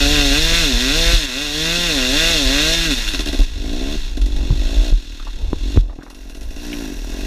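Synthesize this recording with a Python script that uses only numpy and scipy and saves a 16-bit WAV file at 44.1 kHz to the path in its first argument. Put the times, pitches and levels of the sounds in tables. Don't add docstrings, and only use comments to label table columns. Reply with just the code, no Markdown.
import sys
import numpy as np
from scipy import signal
from scipy.fft import irfft
from scipy.io import wavfile
from scipy.ndimage import uniform_filter1d

SR = 44100
rng = np.random.default_rng(int(sys.argv[2]) if len(sys.argv) > 2 else 0)


def store_pcm(level_fs):
    pcm = np.round(np.clip(level_fs, -1, 1) * 32767).astype(np.int16)
    wavfile.write(sys.argv[1], SR, np.atleast_2d(pcm).T)


N = 320166
T = np.arange(N) / SR
TAPS = 8192
HZ = np.fft.rfftfreq(TAPS, 1 / SR)


def gain_of(db):
    return 10 ** (np.asarray(db) / 20)


def curve(rows):
    rows = np.asarray(rows)
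    return np.interp(T, rows[:, 0], rows[:, 1])


def add(mix, s, sound):
    part = mix[round(s * SR):][:len(sound)]
    part += sound[:len(part)]


def slope(points):
    hz, db = np.transpose(points)
    return gain_of(np.interp(np.log(HZ + 1), np.log(hz), db))


def bells(modes):
    power = 0
    for hz, width, db in modes:
        power = power + gain_of(db) ** 2 / (1 + (2.0 * (HZ - hz) / width) ** 2) ** 2
    return np.sqrt(power)


def colour(x, gain, delay=0):
    log_gain = np.log(np.maximum(gain, 1e-5))
    phase = -signal.hilbert(np.r_[log_gain, log_gain[-2:0:-1]]).imag[:len(HZ)]
    phase = phase - 2 * np.pi * np.cumsum(delay * np.ones(len(HZ))) * HZ[1]
    response = irfft(np.exp(log_gain + 1j * phase))[:TAPS // 2]
    return signal.oaconvolve(x, response)[:len(x)]


def evened(x):
    return x / np.sqrt(np.mean(x ** 2) + 1e-20)


def steadied(x, lo, hi, size=3600):
    band = signal.butter(2, [lo, hi], "band", fs=SR, output="sos")
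    power = signal.sosfilt(band, x) ** 2
    slow_power = uniform_filter1d(uniform_filter1d(power, size), size)
    return x / np.sqrt(abs(slow_power) + 1e-14)


def clicks(times, sizes):
    at = np.round(times * SR).astype(int)[:, None] + np.arange(-8, 9)
    offset = at - times[:, None] * SR
    shapes = sizes[:, None] * np.sinc(offset) * np.cos(np.pi * offset / 18) ** 2
    return np.bincount(np.clip(at, 0, N).ravel(), shapes.ravel(), N + 1)[:N]


def lagged(x, seconds):
    keep = np.exp(-1 / (seconds * SR))
    return x[0] + signal.lfilter([1 - keep], [1, -keep], x - x[0])


def ferns(per_s=800, spread_db=2.0):
    # time_s, level_db
    brushing = [(5.8,-92),(5.98,-64),(6.2,-50.5),(6.5,-48.5),(6.6,-43),(6.75,-35),(6.9,-42.5),(7.26,-41)]
    # frequency_hz, relative_level_db
    leaf_colour = [(400,14),(950,8.5),(1250,-1),(1650,12),(2200,-15),(4000,8),(5100,-27),(5700,14),(6400,-9),(12000,-2),(15000,-10)]
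    struck = rng.random(N) < per_s / SR
    boost_db = spread_db * np.minimum(rng.exponential(1, N), 4)
    slaps = struck * rng.standard_normal(N) * gain_of(boost_db)
    return gain_of(curve(brushing)) * evened(colour(slaps, slope(leaf_colour)))


def crunches(t60=0.092, width_hz=950):
    # start_s, relative_level_db, centre_hz
    breaks = [(5.196,-37,1280),(5.226,-41,1536),(5.268,-32.5,1075),(5.335,-50,1900),(5.896,-37.5,602),(5.925,-41,544),(5.99,-41,594),(6.01,-45,1510),(6.023,-40,1290),(6.064,-37.5,850),(6.077,-50,1200),(6.103,-41,890),(6.128,-51,1083),(6.728,-26.5,2640)]
    out, t = np.zeros(N), np.arange(SR // 8) / SR
    for s, db, hz in breaks:
        grit = rng.standard_normal(len(t)) * rng.exponential(1, len(t)) * gain_of(-60 * t / t60)
        burst = colour(grit, bells([(hz, width_hz, 0)]) * HZ / (HZ + 300))
        onset_rms = burst[:SR // 70].std()
        add(out, s, gain_of(db - 4.0) * burst / onset_rms)
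    return out


def buffet(mount_hz=44, mount_width_hz=7):
    # time_s, level_db
    shaking = [(0,-16.5),(0.6,-18.5),(0.8,-25.5),(1.1,-14.5),(1.31,-35),(1.55,-29.5),(2.2,-22.5),(3.45,-22),(4.15,-21.5),(4.41,-15),(4.9,-20.5),(5.07,-31.5),(5.45,-20),(5.85,-21.5),(6.03,-42.5),(6.45,-26.5),(6.6,-29.5),(6.92,-30),(7.08,-25.5)]
    # frequency_hz, relative_level_db
    air_colour = [(10,-21),(22,6.5),(40,5),(55,-6.5),(75,-9.5),(110,-27.5),(200,-32.5),(400,-34),(900,-43.5),(3000,-88)]
    air = steadied(colour(rng.standard_normal(N), slope(air_colour)), 20, 120)
    shake = np.sqrt(2) * np.sin(2 * np.pi * np.cumsum(speed()) / SR)
    share = np.clip(0.44 / (1 + ((speed() - mount_hz) / mount_width_hz) ** 4), 0, 1)
    return gain_of(curve(shaking)) * (np.sqrt(1 - share) * air + np.sqrt(share) * shake)


def jolts(rise_cycles=0.78, tail_db=-16, tail_cycles=11):
    # start_s, relative_level_db, ring_hz
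    bumps = [(0.727,-2,37.18),(1.126,2,36.5),(1.128,-12.5,109),(2.448,-3,37),(3.389,1.5,35.7),(4.211,-3.5,44),(4.491,-8,41.9),(4.502,-2.5,119),(4.641,-11,39.8),(4.768,1,36.6),(4.914,3.5,37.3),(5.511,-31,43),(5.764,0,86),(5.768,2.5,38.3)]
    out, t = np.zeros(N), np.arange(SR // 3) / SR
    for s, db, hz in bumps:
        age = hz * t / rise_cycles
        surge = age ** 2 * np.exp(2 - 2 * age)
        tail = gain_of(tail_db - 60 * hz * t / tail_cycles)
        add(out, s, gain_of(db - 5.0) * (surge + tail) * np.sin(2 * np.pi * hz * t))
    return out


def knocks():
    # start_s, peak_level_db, brightness_db_per_octave
    blows = [(1.131,-14,4),(4.505,-13.5,10.5),(4.527,-10,-19),(4.925,-12.5,-11),(5.531,-4.5,7.5),(5.761,-11.5,-2),(5.774,0.5,-4.5),(5.988,-20,1)]
    # frequency_hz, relative_level_db, t60_s
    housing = [(94,-5,0.097),(138,8,0.063),(310,19.5,0.015),(557.8,-5,0.0095),(820,-10.5,0.015),(980,-16,0.034),(2600,-30,0.0077)]
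    out, t = np.zeros(N), np.arange(SR // 6) / SR
    for s, db, bright in blows:
        ring = np.zeros(len(t))
        for hz, mode_db, t60 in housing:
            tilt_db = bright * np.log2(hz / 300)
            ring += gain_of(mode_db + tilt_db - 60 * t / t60) * np.sin(2 * np.pi * hz * t)
        add(out, s, -gain_of(db) * ring / abs(ring).max())
    return out


def speed(flywheel_s=0.04985):
    # time_s, firing_rate_hz
    revs = [(0.062, 141.8), (0.12, 150.5), (0.303, 135.9), (0.418, 161.6), (0.594, 171.2), (0.737, 114.6),
            (0.886, 135.7), (0.965, 163.8), (1.149, 171.8), (1.307, 119.6), (1.428, 152.3), (1.48, 143.3),
            (1.759, 173.7), (1.85, 174.4), (1.994, 126.1), (2.088, 127.0), (2.193, 160.4), (2.305, 170.3),
            (2.453, 126.9), (2.633, 154.2), (2.735, 167.7), (2.856, 165.0), (2.968, 118.0)]
    # time_s, firing_rate_hz
    putter = [(3.191,83),(3.42,69),(3.561,45),(3.97,78),(4.172,46),(4.469,47),(4.699,55),(4.859,61),(4.999,42),(5.482,34),(5.719,48),(5.9,39),(6.3,46),(6.631,60),(6.802,57),(7.019,36),(7.26,51)]
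    size = max(1, round(flywheel_s * SR))
    return uniform_filter1d(curve(list(revs) + list(putter)), size, mode="nearest")


def load(open_s=0.05, shut_s=0.0067):
    # start_s, end_s, boom_db, bark_db, metal_db
    throttle = [(0,0.382,17,21,10),(0.38,0.54,17.5,17.5,8.5),(0.53,0.88,17,15.5,9.5),(0.887,1.15,15.5,20,8.5),(1.155,1.251,9.5,9.5,5.5),(1.283,1.53,8.5,13.5,3.5),(1.54,1.882,18,16.5,6),
                (1.878,2.77,15.5,20,9.5),(2.753,2.937,18,12.5,6.5),(2.943,3.227,5,5.5,7),(3.227,3.443,3.5,5,5.5),(3.54,3.953,15.5,18,3),(4.15,4.56,11,10.5,2.5),(4.573,4.9,11.5,20.5,5),
                (5.587,5.777,12.5,11,3),(5.816,6.0,0,9,-11.5),(6.01,6.55,-0.5,3.5,-4.5),(6.577,6.93,15,12,2),(6.947,7.06,8,10,4),(7.05,7.254,13,16,4.5)]
    asked = np.zeros((N, 3))
    for start, end, *dbs in throttle:
        asked[(T >= start - .005) & (T < end + .005)] = dbs
    return [np.minimum(lagged(db, open_s), lagged(db, shut_s)) for db in asked.T]


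def firings():
    # start_s, length_s, exhaust_boost_db, clatter_boost_db
    surges = [(2.905,.03,0,5.5),(2.968,.018,5,4),(3.076,.018,3,7),(3.134,.022,9,8),(3.191,.022,10.5,8),(3.258,.04,11.5,8.5),(3.327,.024,15,7),(3.388,.024,15,6.5),(4.17,.01,9.5,11),(4.214,.01,3,10),(4.259,.01,4,9),(4.362,.01,1,6),(4.428,.01,2,-1),(6.029,.01,7.5,11),(6.1,.01,-3,15),(6.146,.01,1.5,12.5),(6.184,.01,1,2),(6.296,.01,7,12),(6.347,.025,5,13),(6.41,.025,5.5,12),(6.505,.01,7,10),(6.562,.01,10,8)]
    turns = np.cumsum(speed()) / SR
    starts = np.array(surges)[:, 0]
    turns -= np.interp(T, starts, np.unwrap(np.interp(starts, T, turns) % 1, period=1))
    times = np.interp(np.arange(np.ceil(turns[0]), turns[-1]), turns, T)
    boost_db = np.zeros((len(times), 2))
    for s, length, *dbs in surges:
        boost_db += np.outer((times > s - .002) & (times < s + length), dbs)
    return times, boost_db[:, 0], boost_db[:, 1]


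def hollowed(x):
    versions = []
    # centre Hz, half-width Hz, depth dB
    for hz, width, depth in [(489, 79, 4.4), (342.4, 44, 6.4)]:
        versions.append(colour(x, gain_of(-depth / (1 + ((HZ - hz) / width) ** 4))))
    idling, revving = versions
    share = np.clip((speed() - 80) / 40, 0, 1)
    return (1 - share) * idling + share * revving


def ground(x, delay_s=0.0038, delay_swing_s=0.00056, bounce_db=-14, swing_every_s=0.25):
    targets = rng.standard_normal(32)
    pitching = uniform_filter1d(np.interp(T, np.arange(32) * swing_every_s, targets), SR // 8)
    return x + gain_of(bounce_db) * np.interp(T - delay_s - delay_swing_s * pitching, T, x)


FULL_RATE_HZ = 150


def exhaust(times, boost_db, boom_load_db, bark_load_db):
    # frequency_hz, width_hz, relative_level_db
    pipe = [(157,47,3),(222,50,0),(279.7,84,10),(332,155,1.5),(384.4,20,5)]
    # frequency_hz, width_hz, relative_level_db
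    upper_pipe = [(487,87,7.5),(564,63,2.5),(650,68,4.5),(719,54,-2),(817,120,-8.5),(1053,41,-5.5)]
    uneven_db, gas_db, bark_power = 1.5, -26, 1.22
    travel_s, sweep_s = 0.00289, 0.00616
    boom_base_db, bark_base_db, bark_db_per_octave = -40, -48.5, 2

    force_db = boost_db + uneven_db * rng.standard_normal(len(times))
    pulses = clicks(times, gain_of(force_db))
    gas_level = np.sqrt(abs(uniform_filter1d(pulses ** 2, 600)))
    gas = gain_of(gas_db) * rng.standard_normal(N) * gas_level
    boom = colour(pulses + gas, bells(pipe) * HZ ** 2 / (HZ ** 2 + 110 ** 2), travel_s)

    fronts = clicks(times, gain_of(bark_power * force_db))
    delay = travel_s + sweep_s * np.clip((HZ - 300) / 450, 0, 1)
    bark = colour(fronts + gas, bells(upper_pipe) * HZ ** 4 / (HZ ** 4 + 380 ** 4), delay)

    boom_db = boom_base_db + boom_load_db
    bark_db = bark_base_db + bark_load_db + bark_db_per_octave * np.log2(speed() / FULL_RATE_HZ)
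    return ground(hollowed(gain_of(boom_db) * evened(boom) + gain_of(bark_db) * evened(bark)))


def reflected(strikes, tone):
    sway_rate = np.interp(T, np.linspace(0, T[-1], 40), rng.uniform(2, 7, 40))
    sway = np.cumsum(sway_rate) / SR
    scream = 0
    for k in range(3):
        paths = .0025 + 0.001272 * evened(uniform_filter1d(rng.standard_normal(len(HZ)), 40))
        weight = np.sqrt(2 / 3) * np.cos(np.pi * (sway + k / 3))
        scream = scream + weight * colour(strikes, tone, paths)
    return scream


def metal(times, boost_db, modes, clean_db, clean_hz, ring_s, uneven_db):
    size = gain_of(boost_db + uneven_db * rng.standard_normal(len(times)))
    blows = clicks(times + 1.2e-5 * rng.standard_normal(len(times)), size)

    keep = np.exp(-1 / (ring_s * SR))
    power = signal.lfilter([1 - keep], [1, -keep], blows ** 2) + speed() / SR
    rasp = np.sqrt(power) * rng.standard_normal(N)

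    body = bells(modes) * HZ ** 4 / (HZ ** 4 + 700 ** 4)
    tone = gain_of(clean_db) * body / (1 + (HZ / clean_hz) ** 2) * HZ ** 4 / (HZ ** 4 + 1150 ** 4)
    scream = reflected(blows * np.minimum(speed() / 150, 1) ** 0.77, tone)

    smooth = np.clip((speed() - 90) / 50, 0, 1)
    low_rasp = signal.sosfilt(signal.butter(1, 2500, fs=SR, output="sos"), rasp)
    return scream + colour(rasp - .55 * smooth * low_rasp, body)


def spit(times, boost_db, level_db=-12, fade_s=0.015):
    keep = np.exp(-1 / (fade_s * SR))
    power = signal.lfilter([1], [1, -keep], clicks(times, gain_of(boost_db) - 1) ** 2)
    hiss_colour = slope([(3000, -27), (6000, -9), (10000, 11), (15000, -5)])
    hiss = evened(colour(rng.standard_normal(N), hiss_colour))
    return gain_of(level_db) * np.sqrt(power) * hiss


def engine():
    # frequency_hz, width_hz, relative_level_db
    chamber_modes = [(3554,550,2.5),(4110,620,-1.5)]
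    # frequency_hz, width_hz, relative_level_db
    case_modes = [(940,550,-8),(1417,127,-5),(1623,265,-3.5),(1940,200,-3),(2191,55,-2.5),(2604,276,0.5),(2780,110,3),(4180,2600,-6.5),(5490,606,-3),(6236,324,-4.5),(6790,740,-7.5),(7940,3000,-16),(10470,930,-18.5),(12300,2200,-20.5),(14300,1600,-26.5)]
    chamber_base_db, case_base_db, metal_db_per_octave = -30, -34.5, 7.5
    crest_s, crest_fade_s, crest_db = 5.85, 0.2, -6.5

    times, pipe_db, clatter_db = firings()
    boom_load_db, bark_load_db, metal_load_db = load()
    metal_db = metal_load_db + metal_db_per_octave * np.log2(speed() / FULL_RATE_HZ)
    past_crest = np.clip((T - crest_s) / crest_fade_s, 0, 1)
    chamber_db = chamber_base_db + metal_db + crest_db * past_crest
    case_db = case_base_db + metal_db

    chamber = metal(times, clatter_db, chamber_modes,
                    clean_db=7, clean_hz=3600, ring_s=0.01, uneven_db=2.5)
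    case = metal(times, clatter_db, case_modes,
                 clean_db=7.5, clean_hz=2570, ring_s=0.0075, uneven_db=1.35)
    chamber = gain_of(chamber_db) * steadied(chamber, 3200, 4500)
    case = gain_of(case_db) * steadied(case, 5000, 14000)
    hiss = gain_of(case_db) * spit(times, clatter_db)
    return exhaust(times, pipe_db, boom_load_db, bark_load_db) + chamber + case + hiss


def scene():
    mid = ferns() + crunches() + buffet() + jolts() + knocks() + engine()
    side_colour = slope([(3000, -61), (4500, -51), (6000, -23), (15000, 8)])
    side = gain_of(-1.5) * colour(ferns(), side_colour)
    return np.array([mid + side, mid - side])


def record(dry, ceiling=0.77, edge_hz=15350):
    held = dry / (1 + (dry / ceiling) ** 8) ** (1 / 8)
    low_pass = signal.firwin(511, edge_hz, window=("kaiser", 9), fs=SR)
    return signal.oaconvolve(held, low_pass[None], "same", axes=1)


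dry = scene()
out = record(dry)
store_pcm(out)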